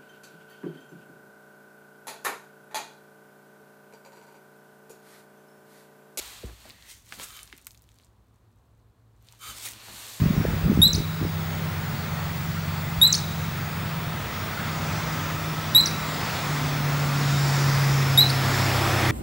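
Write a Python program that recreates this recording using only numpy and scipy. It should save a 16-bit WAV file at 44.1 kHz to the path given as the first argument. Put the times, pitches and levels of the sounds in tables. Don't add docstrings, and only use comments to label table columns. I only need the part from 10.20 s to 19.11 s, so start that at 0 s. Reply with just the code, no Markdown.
import sys
import numpy as np
from scipy import signal
from scipy.fft import rfft, irfft, next_fast_len
from scipy.io import wavfile
from scipy.ndimage import uniform_filter1d, map_coordinates

SR = 44100
rng = np.random.default_rng(int(sys.argv[2]) if len(sys.argv) > 2 else 0)


def int16_out(signal):
    q = np.round(np.clip(np.atleast_2d(signal).T, -1, 1) * 32767)
    wavfile.write(sys.argv[1], SR, q.astype(np.int16))


N = 392931
TIME = np.arange(N) / SR

def amp(db):
    return np.exp(np.asarray(db) * (np.log(10) / 20))

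def unit(x):
    return x / np.sqrt(np.mean(x ** 2) + 1e-20)

def curves(rows, t=TIME):
    s, *cols = np.transpose(rows)
    return [np.interp(t, np.sort(s), c) for c in cols]

def wobble(rate, size=8):
    knots = rng.standard_normal(int(N * rate / SR) + 4)
    grid = np.arange(len(knots) * size) / size
    return np.interp(TIME * rate, grid, map_coordinates(knots, [grid]))

def filtered(x, response):
    m = next_fast_len(N + SR // 2, real=True)
    return irfft(rfft(x, m) * response(np.fft.rfftfreq(m, 1 / SR)), m)[:N]

def coloured(x, spectrum):
    f, db = np.transpose(spectrum)
    return filtered(x, lambda hz: amp(np.interp(np.log(hz + 1), np.log(f), db)))

def rush(spectrum, patchy_db):
    cells = signal.stft(rng.standard_normal(N), nperseg=512)[2]
    patches = uniform_filter1d(rng.standard_normal(cells.shape), size=5, axis=0)
    patches = uniform_filter1d(patches, size=30, axis=1)
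    noise = signal.istft(cells * amp(patchy_db * unit(patches)), nperseg=512)[1][:N]
    return unit(coloured(noise, spectrum))

def add(track, s, sound):
    part = track[max(round(s * SR), 0):][:len(sound)]
    part += sound[:len(part)]

def phase_of(hz):
    return 2 * np.pi * np.cumsum(hz) / SR

def fade(t, length):
    return np.clip(t / length, 0, 1)

def passing(nearest_s, width_s, db, falloff=1.75):
    return db - 10 * falloff * np.log10(1 + ((TIME - nearest_s) / width_s) ** 2)

def bump(hz, cycles=.6):
    t = np.arange(SR // 10) / SR
    age = t * hz / cycles
    return age ** 2 * np.exp(2 * (1 - age)) * -np.cos(2 * np.pi * hz * t)

# (time [s], relative level [dB], frequency [Hz], rise [cycles])
BUMPS = [(0.016, -7, 130, 0.56), (.036, -10, 141, 0.47), (.056, -11, 174, 1.2), (0.101, -13.5, 190, 1),
         (.177, -11, 165, 0.65), (.251, -11, 444, 0.67), (.456, -13, 149, 0.88), (.495, -8.5, 203, 1.4),
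         (0.574, -6, 190, 0.36), (0.59, -7.5, 166, 0.43), (.599, -6, 111, 0.38), (0.66, -14, 170, 0.68),
         (1.012, -20, 260, 0.85), (1.034, -17, 125, .7), (2.772, -22, 66, .8)]
# (start [s], duration [s], rubbing level [dB])
GRIPS = [(0, 0.37, -30), (.425, 0.1, -23.5), (0.552, 0.257, -31), (1.008, 0.045, -29)]
# (frequency [Hz], relative level [dB])
RUB = [(20, -23), (60, 7.5), (130, -2.5), (230, -8.5), (350, -15.5), (550, -18), (900, -35), (2000, -70)]
def handling(bump_db=-1, tap_db=10, taps_per_s=40, tap_hz=203, attack_s=.015, release_s=.02):
    knocks, grip, taps = np.zeros((3, N))
    for s, db, hz, cycles in BUMPS:
        add(knocks, s, amp(db + bump_db) * bump(hz, cycles))
    for s, length, db in GRIPS:
        release = np.exp(-np.maximum(TIME - s - length, 0) / release_s)
        grip += amp(db) * fade(TIME - s, attack_s) * release
    rub = rush(RUB, patchy_db=0.5)
    for k, (slip, scatter_db, pitch) in enumerate(rng.standard_normal((int(taps_per_s * N / SR), 3))):
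        tap = amp(tap_db + scatter_db) * bump(tap_hz * np.exp(0.23 * pitch))
        add(taps, (k + slip / 2) / taps_per_s, tap)
    return knocks + grip * (rub + taps)

def whine(hz=15607.8, db=-42, waver_db=.6):
    return np.sqrt(2) * amp(db + waver_db * wobble(5)) * np.sin(2 * np.pi * hz * TIME)

# (time [s], relative roar level [dB], relative hiss level [dB])
TYRE_LEVELS = [(0.0, -38, -48.5), (0.45, -37.5, -49), (0.65, -40.5, -50), (1.44, -37, -49),
               (3.08, -37.5, -47.5), (3.92, -35.5, -48.5), (4.69, -33.5, -43.5), (5.63, -34.5, -44),
               (6.08, -31, -40), (6.6, -32, -43), (7.37, -30, -35), (7.64, -29.5, -38), (8.17, -30, -40),
               (8.36, -27, -34.5), (8.91, -26, -39.5)]
# (frequency [Hz], relative level [dB])
RUMBLE = [(20, -33), (40, -22), (60, -4.5), (100, 2), (170, 0), (230, -5), (300, -16.5), (380, -13.5),
          (500, -25), (900, -51)]
ROAR = [(200, -4), (400, -4.5), (520, -3.5), (650, -2), (900, -1.5), (1100, -1), (1400, -1.5), (1650, -4),
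        (1950, -3), (3000, -10.5), (3700, -10), (4400, -16), (6000, -32)]
HISS = [(3000, -29.5), (4400, 0.5), (5250, 0), (5800, -2), (6500, -4), (6950, -5), (7450, -3),
        (8000, -10.5), (10000, -20)]
FIZZ = [(6000, -20), (8300, 1.5), (10000, 1), (11200, -0.5), (12300, -1), (13200, -1), (14600, -7),
        (15600, 1)]
# (centre [Hz], bandwidth [Hz], gain [dB])
CAMERA_RESONANCES = [(2530, 100, 2), (3360, 74, 3), (3660, 82, 1.5), (5120, 150, 0.5), (6570, 76, 4.5),
                     (7300, 180, 1.5)]
def road(rumble_db=-35, fizz_db=-53, mic_hiss_db=-52):
    def resonances(f):
        return amp(sum(db / (1 + (2 * (f - hz) / width) ** 2) for hz, width, db in CAMERA_RESONANCES))
    roar_db, hiss_db = curves(TYRE_LEVELS)
    nearness_db = roar_db - roar_db.mean()
    rumble = amp(rumble_db + 0.11 * nearness_db) * rush(RUMBLE, patchy_db=0.3)
    roar = amp(roar_db + 0.62) * rush(ROAR, patchy_db=0.97)
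    hiss = amp(hiss_db + 0.5) * rush(HISS, patchy_db=1.9)
    fizz_gain = np.hypot(amp(mic_hiss_db), amp(fizz_db + 1.57 * nearness_db))
    fizz = fizz_gain * rush(FIZZ, patchy_db=1.4)
    return rumble + filtered(roar + hiss + fizz, resonances)

def drone(phase, db, flutter_db):
    return np.sqrt(2) * amp(db + flutter_db * wobble(7)) * np.sin(phase + rng.uniform(0, 2 * np.pi))

# (frequency [Hz], time of peak [s], half width [s], peak level [dB])
HUMS = [(92.9, 1.4, 3.8, -36.5), (140.3, 2.6, 1.3, -37.5), (118, 4.5, .8, -45)]
def far_hums(drift=0.00714):
    out = np.zeros(N)
    for hz, s, width_s, db in HUMS:
        phase = phase_of(hz * (1 + drift * wobble(1.98)))
        out += drone(phase, passing(s, width_s, db), flutter_db=0.3)
    return out

# (multiple of the firing rate, relative level [dB])
ENGINE_ORDERS = [(1.4, 0.5), (1.75, 1), (2, 2), (2.5, -4.5)]
def buzz(firing, db):
    return sum(drone(k * firing, db + order_db, flutter_db=3.0) for k, order_db in ENGINE_ORDERS)

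# (time [s], firing rate [Hz], relative level [dB])
FAR_ENGINE = [(1.1, 159.7, -31.5), (1.62, 159.5, -35.5), (2.39, 162.3, -34.5), (3.97, 160.6, -37),
              (4.08, 155.7, -48), (4.49, 156.9, -34), (5.2, 156.9, -34), (5.99, 155.3, -35.5),
              (6.2, 150.1, -50)]
def far_engine(gain_db=1, ends_s=6.4, fade_s=0.0797):
    hz, db = curves(FAR_ENGINE)
    firing = phase_of(hz)
    tone = drone(firing, db + gain_db, flutter_db=0.2)
    orders = buzz(firing, passing(nearest_s=5.4, width_s=0.73, db=-51.5))
    return (tone + orders) * fade(ends_s - TIME, fade_s)

def whistle(hz, db, overtones=(), bright_db=0, edge_s=0.0007):
    phase, t = phase_of(hz), np.arange(len(hz)) / SR
    upper = sum(amp(level + bright_db) * np.sin(round(k) * phase) * (k * hz < SR / 2)
                for k, level in overtones)
    return (np.sin(phase) + upper) * amp(db) * fade(np.minimum(t, t[-1] - t), edge_s)

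# (time [s], base frequency [Hz], relative level [dB], relative flip level [dB])
CHIRPS = [(0.617, 3580, -7.5, -24), (2.8142, 3613, -7, -19.5), (5.5477, 3710, -7, -24),
          (7.9745, 3650, -8, -46)]
# (time from onset [s], share of the climb [0-1], gain [dB], overtone gain [dB])
CHIRP_SHAPE = [(0, 0.07, -3.5, 2.5), (.007, 0.27, -2.5, 1), (0.016, 0.39, 1, -0.5), (.027, 0.58, -5, 1),
               (.040, 0.84, -2.5, -7), (0.049, 1, -9, -7), (.054, 0.91, -4, -13), (0.061, 0.25, -9, -22)]
# (harmonic number, relative level [dB])
CHIRP_OVERTONES = [(2, -19.5), (3, -10), (4, -28)]
# (time from chirp onset [s], frequency [Hz], gain [dB])
FLIP = [(.060, 7140, -8), (.063, 7540, 4.5), (.0655, 7800, -2), (.068, 8100, -5)]
def chirps(top_hz=4105, jitter=0.0018):
    out, waver = np.zeros(N), 1 + jitter * wobble(400)
    climb, swell_db, bright_db = curves(CHIRP_SHAPE, np.arange(0, CHIRP_SHAPE[-1][0], 1 / SR))
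    flip_hz, fade_db = curves(FLIP, np.arange(FLIP[0][0], FLIP[-1][0], 1 / SR))
    for s, base_hz, db, flip_db in CHIRPS:
        hz = (base_hz + climb * (top_hz - base_hz)) * waver[round(s * SR):][:len(climb)]
        add(out, s, whistle(hz, db + swell_db, CHIRP_OVERTONES, bright_db, edge_s=0.0015))
        add(out, s + FLIP[0][0], whistle(flip_hz, flip_db + fade_db))
    return out

# (delay [s], relative level [dB])
ROCKS = [(.013, -26), (.021, -23), (.027, -22), (.036, -23), (.052, -25)]
# (frequency [Hz], gain [dB])
ECHO_COLOUR = [(3650, 5.5), (3950, 4), (7500, 2.5), (9200, 11), (10500, -7), (12000, -0.5)]
def echoes(voice, near_db=-18, near_t60=0.23, far_db=-25, far_t60=1.32, build_s=.026):
    t = np.arange(SR) / SR
    response = np.zeros(SR)
    build_up = 1 - np.exp(-(t / build_s) ** 2)
    for db, t60 in ((near_db, near_t60), (far_db, far_t60)):
        tail = rng.standard_normal(SR) * amp(-60 * t / t60) * build_up
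        response += amp(db) * tail / np.linalg.norm(tail)
    for delay, db in ROCKS:
        response[round(delay * SR)] += amp(db)
    return coloured(signal.fftconvolve(voice, response)[:N], ECHO_COLOUR)

# (time of the dip [s], lowest frequency [Hz], relative body level [dB],
# relative peep level [dB], fall [s], rise [s])
SQUEAKS = [(0.7486, 4380, -22, -21, 0.018, .018), (2.946, 4270, -16.5, -14, 0.02, .0155),
           (5.673, 4404, -21.5, -23, 0.015, .0125), (8.101, 4280, -24, -48, 0.016, .0105)]
# (harmonic number, relative level [dB])
SQUEAK_OVERTONES = [(2, -12.5), (3, -21)]
# (frequency [Hz], gain [dB])
MOUTH = [(4000, -1), (6500, -0.5), (8300, -6), (9200, 4), (10000, -4), (11500, -12), (13000, -2),
         (15000, -8)]
def squeaks(fall_hz_per_s=173000, rise_hz_per_s=235000, turn_s=.006, jitter=0.036, rough_db=3, hoarse=.4):
    peep_at_s, peep_width_s = 0.0029, 0.003
    swell_at_s, attack_s, release_s = 0.0018, 0.0083, 0.0072
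    out, waver = np.zeros(N), 1 + jitter * wobble(1500)
    for s, low_hz, db, peep_db, fall_s, rise_s in SQUEAKS:
        t = np.arange(-fall_s, rise_s, 1 / SR)
        swoop = np.where(t < 0, fall_hz_per_s, rise_hz_per_s) * (np.hypot(t, turn_s) - turn_s)
        hz = (low_hz + swoop) * waver[round(s * SR):][:len(t)]
        opening = np.exp(-((t + fall_s - peep_at_s) / peep_width_s) ** 2)
        swell = 1 / (1 + ((t - swell_at_s) / np.where(t < swell_at_s, attack_s, release_s)) ** 2)
        peep = opening * whistle(hz, peep_db, SQUEAK_OVERTONES, bright_db=-8)
        body = swell * whistle(hz, db, SQUEAK_OVERTONES)
        add(out, s - fall_s, peep + body)
    flutter = amp(rough_db * wobble(700)) * (1 + hoarse * wobble(2200))
    return coloured(out * flutter, MOUTH)

# (centre [Hz], half bandwidth [Hz], time of peak [s], half width [s], peak level [dB])
WHIRRS = [(1300, 70, 1.6, .4, -52), (1300, 54, 5.3, 1.8, -43.5), (5210, 240, 8.3, 1.1, -41.5),
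          (11700, 300, 8.3, 0.93, -48)]
def whirrs():
    out = np.zeros(N)
    for hz, width_hz, s, width_s, db in WHIRRS:
        band = filtered(rng.standard_normal(N), lambda f: 1 / (1 + ((f - hz) / width_hz) ** 2))
        out += amp(passing(s, width_s, db)) * unit(band)
    return out

# (time [s], firing rate [Hz], level [dB])
CAR_ENGINE = [(6.28, 146.7, -28.5), (6.3, 147.7, -29.5), (7.16, 140.8, -22.5), (7.77, 137.9, -21),
              (8.37, 133, -26.5), (8.84, 127.9, -28), (8.91, 122.8, -21)]
# (frequency [Hz], relative level [dB])
CAR_BODY = [(120, -30), (220, -5), (340, 9.5), (480, -3.5), (800, 4), (1500, -40)]
def nearing_car(enters_s=6.2, fade_s=0.0797, nearest_s=8.91, width_s=0.66):
    hz, db = curves(CAR_ENGINE)
    firing = phase_of(hz)
    boom = drone(firing * 3 / 4, passing(nearest_s, width_s, db=-28), flutter_db=1.2)
    engine = drone(firing, db, flutter_db=.5) + boom + buzz(firing, db=-47)
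    body = amp(passing(nearest_s, width_s, db=-33)) * rush(CAR_BODY, patchy_db=1.9)
    return engine * fade(TIME - enters_s, fade_s) + body

# (start [s], duration [s], frequency [Hz], level [dB])
SQUEALS = [(7.06, .18, 3710, -38), (7.093, .44, 4605, -44)]
def squeals(flutter_db=2.9):
    out = np.zeros(N)
    for s, length, hz, db in SQUEALS:
        arch = np.sin(np.linspace(0, np.pi, round(length * SR)))
        add(out, s, arch * whistle(np.full(len(arch), hz), db))
    return out * amp(flutter_db * wobble(70))

def scene():
    background = handling() + road() + far_hums() + far_engine()
    voice = chirps() + squeaks()
    mono = background + voice + echoes(voice) + whirrs() + nearing_car() + squeals()
    return np.array([mono, mono])

def record(dry, low_cut_hz=36, top_hz=15850):
    mono = filtered(dry.mean(axis=0) + whine(), lambda hz: hz / np.hypot(hz, low_cut_hz) * (hz < top_hz))
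    return np.array([mono, mono])

dry = scene()
out = record(dry)
int16_out(out)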